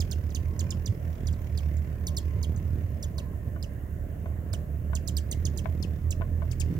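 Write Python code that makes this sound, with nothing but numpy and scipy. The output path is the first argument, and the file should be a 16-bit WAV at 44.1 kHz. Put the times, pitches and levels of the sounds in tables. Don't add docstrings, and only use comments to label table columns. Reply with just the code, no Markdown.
import sys
import numpy as np
from scipy import signal
from scipy.fft import rfft, irfft, next_fast_len
from scipy.io import wavfile
from scipy.ndimage import uniform_filter1d

SR = 44100
rng = np.random.default_rng(int(sys.argv[2]) if len(sys.argv) > 2 else 0)


def wav_out(sig):
    wavfile.write(sys.argv[1], SR, np.round(np.clip(np.atleast_2d(sig).T, -1, 1) * 32767).astype(np.int16))


N = 299439
TIME = np.arange(N) / SR

# time_s, wingbeat_hz, hum_db (levels in all tables are relative)
SLOW_FLIGHT = [(0.0, 38.16, -35.8), (0.28, 36.46, -32.5), (0.9, 39.5, -38.9), (1.62, 36.82, -31.8),
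               (1.82, 37.66, -31.1), (1.99, 36.24, -36.9), (2.34, 37.62, -30.0), (2.78, 38.12, -34.6),
               (3.12, 34.68, -37.5), (4.38, 34.39, -40.8), (4.56, 35.21, -37.7), (5.29, 36.03, -33.5),
               (5.52, 36.71, -34.6), (5.76, 38.44, -32.3), (5.94, 37.29, -36.2), (6.13, 37.89, -33.8),
               (6.28, 39.75, -37.3), (6.79, 37.8, -36.1)]
MIDDLE_FLIGHT = [(0.0, 40.86, -32.4), (0.31, 41.14, -38.9), (0.56, 42.25, -32.7), (0.9, 40.4, -37.5),
                 (1.67, 41.82, -37.1), (2.4, 40.03, -43.1), (2.63, 39.81, -38.7), (3.84, 39.91, -42.7),
                 (4.17, 39.58, -36.8), (4.42, 40.21, -37.4), (4.8, 38.14, -34.7), (5.09, 37.66, -31.8),
                 (5.26, 38.5, -40.1), (5.77, 40.67, -39.3), (5.99, 41.07, -32.8), (6.2, 39.9, -32.8),
                 (6.36, 42.37, -32.7), (6.79, 39.76, -34.6)]


def wings(flight, level_db, beat_db, third_db, overtone_db, churn_db, side_db):
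    # frequency_hz, level_db
    overtones = [(100, -2), (150, 4), (200, -3), (270, -6), (380, -10), (520, -19), (900, -45)]
    # frequency_hz, level_db
    turbulence = [(20, -50), (45, 6), (70, -4), (105, 6.5), (160, 5.5), (260, -7.5), (420, -13.5),
                  (650, -32.5), (1000, -30), (3000, -41.5), (9000, -50)]
    jitter_cycles, uneven_db = 0.013, 2.88
    beat_hz, hum_db = follow(flight)
    phase = phase_of(beat_hz) + 2 * np.pi * jitter_cycles * wander(32)
    odd = gain_of(beat_db) * np.sin(phase) + gain_of(third_db) * np.sin(3 * phase)
    odd *= gain_of(uneven_db * wander(10.5) - 0.53 * (hum_db - hum_db.mean()))
    hum = np.sqrt(2) * gain_of(hum_db + level_db) * (np.cos(2 * phase) + odd)
    flip = sum(gain_of(value_at(overtones, k * beat_hz.mean())) * np.sin(k * phase) for k in range(4, 22))
    flip = unit_rms(flip * gain_of(uneven_db * wander(17)))
    puffs = unit_rms(gain_of(1.6 * np.cos(2 * phase) + np.cos(phase)))
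    churn = puffs * noise(turbulence, turbulence, patchy_db=-1)
    slap = slap_gain(hum_db) * (gain_of(overtone_db) * flip + gain_of(churn_db) * churn)
    return pan(hum, side_db) + pan(slap, 0.51 * side_db)


def slap_gain(hum_db, base_db=-43.5, hum_share=0.28):
    # centre_s, length_s, boost_db
    flurries = [(.25, .3, -0.5), (0.635, 0.1, 4), (0.751, .1, 7.5), (0.924, .14, 2), (1.255, 0.47, 1),
                (2.376, 0.076, 8), (2.782, .16, 3.5), (3.08, 0.75, 2.5), (3.477, 0.053, 7),
                (4.585, 0.18, 3.5), (5.087, 0.084, 5), (5.32, .12, 3), (5.513, 0.42, 5), (5.838, 0.12, 4),
                (6.74, 0.19, 8)]
    flurry_db = sum(boost_db * np.cos(np.pi * np.clip((TIME - centre_s) / length_s, -.5, .5)) ** 2
                    for centre_s, length_s, boost_db in flurries)
    return gain_of(base_db + hum_share * (hum_db - hum_db.mean()) + flurry_db)


def darts():
    # centre_s, level_db, pitch_hz, length_s
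    bursts = [(.903, -16.5, 95, 0.053), (1.31, -29, 78, .08), (2.362, -24, 104.3, 0.1),
              (2.847, -20, 91, 0.062), (3.476, -27.5, 117, 0.048), (4.53, -22.5, 94, 0.051),
              (5.46, -23.5, 85, .12), (5.69, -24, 95, 0.025)]
    out = np.zeros((2, N))
    for centre_s, level_db, pitch_hz, length_s in bursts:
        t = np.arange(-length_s / 2, length_s / 2, 1 / SR)
        burst = gain_of(level_db) * np.hanning(len(t)) * np.cos(2 * np.pi * pitch_hz * t)
        add(out, centre_s - length_s / 2, pan(burst, side_db=-5.5))
    return out


def chips(length_s=0.032, glide_s=0.0062, sag_hz_per_s=8300, rasp=0.032, flutter_db=4):
    # start_s, level_db, top_hz, low_hz, pause_s (at the top), overtone_db, side_db
    calls = [(.002, -35.5, 7100, 2080, 0, -8.5, -19), (.112, -35.5, 7300, 1970, 0, -9, -14),
             (.302, -51, 7800, 2300, 0, -12, -12), (.348, -35, 7250, 2080, 0, -9.5, -12),
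             (.593, -36, 7100, 2250, 0, -9, -10), (.706, -37, 7380, 1900, 0.00014, -12, -14),
             (0.859, -37.5, 7420, 2140, 0, -9, -15.5), (1.270, -40, 6850, 2250, 0, -10.5, -10),
             (1.327, -52, 7700, 2240, 0.0019, -10, -4), (1.574, -41, 6530, 2270, 0.00014, -11, -10),
             (1.768, -55.5, 7660, 2320, .002, -7, -10), (2.068, -34.5, 7140, 2360, 0, -4, -2.5),
             (2.167, -31, 6700, 2570, 0, -6, -4.5), (2.428, -36.5, 7150, 2150, 0.0006, -9, -8),
             (2.561, -56, 7500, 2400, 0.0018, 0, -7), (3.026, -36.5, 6570, 2380, 0.00088, -6.5, -3.5),
             (3.18, -40, 6200, 2140, 0.00044, -8.5, -7), (3.626, -43.5, 5770, 2180, 0, -8, -12),
             (4.530, -39, 5910, 2220, 0.00062, -6, -11), (4.950, -36.5, 7800, 1550, 0.0018, -6, -11),
             (5.074, -36, 6900, 2190, 0.00062, -4, -12), (5.166, -35.5, 6550, 2200, 0, -2.5, -10.5),
             (5.311, -30.5, 8400, 1506, 0.0026, -5.5, -8.5), (5.452, -35, 6770, 2100, 0.0012, -8, -11),
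             (5.574, -37.5, 6800, 2000, .001, -3.5, -12), (5.825, -37.5, 6130, 2040, 0.0012, -14, 16),
             (6.106, -34.5, 8530, 1470, 0.0013, -6.5, -10), (6.511, -44, 5900, 1550, 0.0022, -5.5, 12),
             (6.599, -34.5, 7100, 1250, 0.0022, -5, 7.5)]
    # frequency_hz, gain_db
    bill = [(2000, 2), (2700, 4.5), (3200, -3.5), (4200, -3), (4900, 0), (5800, -6.5), (7200, 4.5),
            (8500, -5), (11000, -11.5), (14000, -1.5), (16000, -13)]
    rise_s, hold_s, drop_s, release_s = 0.00098, 0.0041, 0.0025, 0.013
    out, t = np.zeros((2, N)), np.arange(0, length_s, 1 / SR)
    tail_s = np.maximum(t - hold_s, 0)
    envelope = gain_of(-8 * (1 - np.exp(-tail_s / drop_s)) - 250 * tail_s)
    envelope *= np.minimum(t / rise_s, 1) * np.clip((length_s - t) / release_s, 0, 1)
    for start_s, level_db, top_hz, low_hz, pause_s, overtone_db, side_db in calls:
        wobble = uniform_filter1d(rng.standard_normal((6, 4096)), size=48)
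        wobble = unit_rms(uniform_filter1d(wobble, size=24))[:, :len(t)]
        dive_hz = (top_hz - low_hz) / (1 + np.maximum(t - pause_s, 0) / glide_s)
        hz = (low_hz + dive_hz - sag_hz_per_s * t) * (1 + rasp * wobble[0])
        phase = phase_of(hz)
        partials = [gain_of(value_at(bill, k * hz) + flutter_db * wobble[k])
                    * (k * hz < SR / 2) * np.sin(k * phase) for k in range(1, 6)]
        overtones = sum(gain_of(-4 * k) * partial for k, partial in enumerate(partials[1:]))
        bloom = np.clip((7400 - hz) / 3300, .25, 1)
        call = envelope * (partials[0] + bloom * gain_of(overtone_db + 7) * overtones)
        add(out, start_s, pan(gain_of(level_db + 3) * call, side_db))
    return out


def knocks(scuff_db=-8, scuff_t60_s=0.024, cutoff_hz=3100):
    # start_s, level_db, side_db
    blows = [(3.181, -41.5, 7), (3.561, -39.5, 8), (4.258, -35.5, 3), (4.535, -37, 11), (4.932, -33.5, 13),
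             (5.657, -30, 26), (6.210, -34, 5), (6.218, -33, 17), (6.4205, -35.5, 16)]
    # frequency_hz, level_db, t60_s
    modes = [(647.5, 11, 0.11), (680, 10.5, 0.029), (1035, 7.5, 0.053), (1147, 2.5, 0.055),
             (1504, 6.5, 0.056), (1790, -25, 0.038), (2000, -39, .03), (2510, -11, 0.036)]
    out, t = np.zeros((2, N)), np.arange(SR // 4) / SR
    scuff_band = signal.butter(2, [550, 2200], "bandpass", fs=SR, output="sos")
    for start_s, level_db, side_db in blows:
        ring = np.zeros(len(t))
        for hz, mode_db, t60_s in modes:
            decay = gain_of(mode_db + 2 * rng.standard_normal() - 60 * t / t60_s)
            ring += decay * rng.choice([-1, 1]) * np.sin(2 * np.pi * hz * t)
        scuff = unit_rms(signal.sosfilt(scuff_band, rng.standard_normal(len(t))))
        scuff *= gain_of(scuff_db - 60 * t / scuff_t60_s)
        knock = ring / abs(ring).max() + scuff
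        add(out, start_s, pan(gain_of(level_db + 1.4) * knock, side_db))
    return signal.sosfilt(signal.butter(4, cutoff_hz, fs=SR, output="sos"), out)


def feather_swish():
    # time_s, level_db
    swells = [(0, -54.5), (.9, -59), (1.7, -56), (1.9, -61.5), (2.4, -58), (2.9, -62), (3.5, -79),
              (4.4, -92), (5.1, -63), (5.8, -58.5), (6.2, -70), (6.79, -56)]
    # frequency_hz, level_db
    spectrum = [(300, 7), (800, -4), (1060, -1), (1350, -10), (2050, 0.5), (3100, -8), (4200, -15.5),
                (5200, -11), (6800, -12.5), (8000, -26), (11000, -25), (14000, -12), (16000, -13)]
    phase = phase_of(follow(SLOW_FLIGHT)[0])
    strokes = .35 + np.exp(2.5 * (np.cos(phase) - 1))
    hiss = noise(spectrum, spectrum, patchy_db=3)
    strokes = unit_rms(strokes * gain_of(1.5 * wander(16.3)))
    return pan(gain_of(follow(swells)[0]) * strokes * hiss, side_db=-6)


def feather_fizz(level_db=-70.5):
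    # frequency_hz, level_db
    spectrum = [(6000, -25), (9500, -9), (11300, -8), (12500, -6.5), (15500, -0.5), (17000, -34)]
    phases = [phase_of(follow(flight)[0]) for flight in (SLOW_FLIGHT, MIDDLE_FLIGHT)]
    ticks = .4 + sum(np.exp(3 * (np.cos(2 * phase) - 1)) * gain_of(2.5 * wander(40)) for phase in phases)
    hiss = noise(spectrum, spectrum, patchy_db=1)
    return pan(gain_of(level_db) * unit_rms(ticks) * hiss, side_db=-6)


def porch(direct, early_db=-10, early_t60_s=0.055, tail_db=-13):
    # frequency_hz, t60_s
    decay_times = [(500, .22), (4000, .2), (7000, .19), (10000, .12), (16000, .08)]
    size = SR // 2
    taps = rng.standard_normal((2, size)) * (rng.random((2, size)) < .1)
    taps[:, :round(.001 * SR)] = 0
    hz, t, spectra = signal.stft(taps, SR, nperseg=256)
    decay = gain_of(-60 * t / value_at(decay_times, hz)[:, None])
    tail = signal.istft(spectra * decay, SR, nperseg=256)[1][:, :size]
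    early = taps[::-1] * gain_of(-60 * TIME[:size] / early_t60_s)
    response = gain_of(tail_db) * tail / np.linalg.norm(tail[0])
    response += gain_of(early_db) * early / np.linalg.norm(early[0])
    return direct + signal.fftconvolve(direct.mean(0)[None], response, axes=1)[:, :N]


def air_rush():
    # time_s, level_db
    swells = [(0, -84), (.55, -60), (1.2, -78), (1.8, -71.5), (2.15, -61.5), (2.8, -72), (3.3, -65.5),
              (3.8, -74), (6.79, -78)]
    # frequency_hz, level_db
    spectrum = [(600, -40), (900, -14), (1060, -0.5), (1200, -28), (1500, -54)]
    return gain_of(follow(swells)[0]) * noise(spectrum, spectrum, patchy_db=2.5)


def outdoor_air(level_db=-54):
    # frequency_hz, level_db
    left = [(30, -29), (430, -1.5), (600, 7.5), (690, 2), (880, -15), (1100, -11), (1500, -19), (1850, -15),
            (2200, -32), (3000, -26), (4500, -36.5), (6500, -26.5), (9000, -46), (15000, -23.5)]
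    right = [(30, -43), (300, -12.5), (500, -0.5), (680, -12), (1100, -17.5), (1800, -7), (2400, -19),
             (2900, -19.5), (4500, -65), (6500, -26.5), (8000, -27.5), (11000, -29.5), (13000, -23.5),
             (15500, -27)]
    return gain_of(level_db) * noise(left, right, patchy_db=1.83)


def noise(left, right, patchy_db):
    # frequency_hz, coherence
    likeness = [(50, 1), (300, 0.87), (700, 0.37), (1500, 0), (5000, 0.22), (15000, 0)]
    hz = np.fft.rfftfreq(2048, 1 / SR)
    real, imag, other_real, other_imag, patches = rng.standard_normal((N // 512 + 5, 1025, 5)).T
    patches = uniform_filter1d(patches, size=16, axis=0)
    patches = unit_rms(uniform_filter1d(patches, size=8, axis=1))
    coherence = np.clip(value_at(likeness, hz), 0, 1)[:, None]
    shared, separate = real + 1j * imag, other_real + 1j * other_imag
    spectra = np.array([shared, coherence * shared + np.sqrt(1 - coherence ** 2) * separate])
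    colour_db = np.array([value_at(left, hz), value_at(right, hz)])[:, :, None]
    spectra *= gain_of(colour_db + patchy_db * patches)
    x = signal.istft(spectra, nperseg=2048, noverlap=1536)[1][:, :N]
    return x / x.mean(0).std()


def wander(rate_hz):
    size = next_fast_len(N)
    hz = np.fft.rfftfreq(size, 1 / SR)
    spectrum = rfft(rng.standard_normal(size)) * np.exp(-(hz / rate_hz) ** 2)
    return unit_rms(irfft(spectrum, size)[:N])


def pan(x, side_db, delay_s=0.0002):
    gains = gain_of(np.array([[side_db], [-side_db]]) / 2)
    out = x * gains / gains.mean()
    lag, far = round(delay_s * SR), int(side_db > 0)
    out[far] = np.r_[np.zeros(lag), out[far]][:out.shape[1]]
    return out


def add(mix, start_s, sound):
    part = mix[:, max(0, round(start_s * SR)):][:, :sound.shape[1]]
    part += sound[:, :part.shape[1]]


def follow(rows):
    time_s, *columns = np.transpose(rows)
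    return [np.interp(TIME, time_s, column) for column in columns]


def value_at(points, hz):
    frequency_hz, values = np.transpose(points)
    return np.interp(np.log(hz + 1), np.log(frequency_hz + 1), values)


def phase_of(hz):
    return 2 * np.pi * np.cumsum(hz) / SR


def gain_of(db):
    return 10 ** (np.asarray(db) / 20)


def unit_rms(x):
    return x / np.sqrt(np.mean(x ** 2) + 1e-20)


def scene():
    # time_s, wingbeat_hz, hum_db
    fast_flight = [(0.0, 42.99, -33.7), (0.52, 44.1, -43.0), (0.94, 45.21, -43.1), (1.26, 39.77, -39.0),
                   (1.72, 37.15, -38.0), (1.98, 42.4, -37.1), (2.32, 44.15, -38.9), (2.65, 43.71, -32.6),
                   (2.79, 47.56, -35.2), (3.1, 43.78, -45.3), (3.94, 40.08, -42.8), (4.18, 37.82, -42.6),
                   (5.1, 41.19, -45.8), (5.33, 40.32, -37.4), (5.77, 43.54, -38.0), (6.01, 43.03, -40.8),
                   (6.21, 41.83, -27.4), (6.79, 40.44, -26.8)]
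    slow = wings(SLOW_FLIGHT, 0.6, beat_db=-14, third_db=-8.5, overtone_db=-4.5, churn_db=-6, side_db=-7)
    middle = wings(MIDDLE_FLIGHT, 1.2, beat_db=-15, third_db=-11, overtone_db=-6, churn_db=-2, side_db=-6.5)
    fast = wings(fast_flight, 0.4, beat_db=-7.5, third_db=-18, overtone_db=-7, churn_db=-4, side_db=-6.5)
    birds = slow + middle + fast + darts() + feather_swish() + feather_fizz()
    return birds + porch(chips() + knocks()) + air_rush() + outdoor_air()


def record(dry, cutoff_hz=15950):
    # frequency_hz, gain_db
    roll_off = [(22, -24), (30, -13), (36, 0)]
    size = next_fast_len(N + SR)
    hz = np.fft.rfftfreq(size, 1 / SR)
    x = irfft(rfft(dry, size) * gain_of(value_at(roll_off, hz)), size)[:, :N]
    x *= np.minimum(TIME / 0.002, 1)
    low_pass = signal.firwin(511, cutoff_hz, window=("kaiser", 9), fs=SR)
    return signal.oaconvolve(x, low_pass[None], "same")


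dry = scene()
out = record(dry)
wav_out(out)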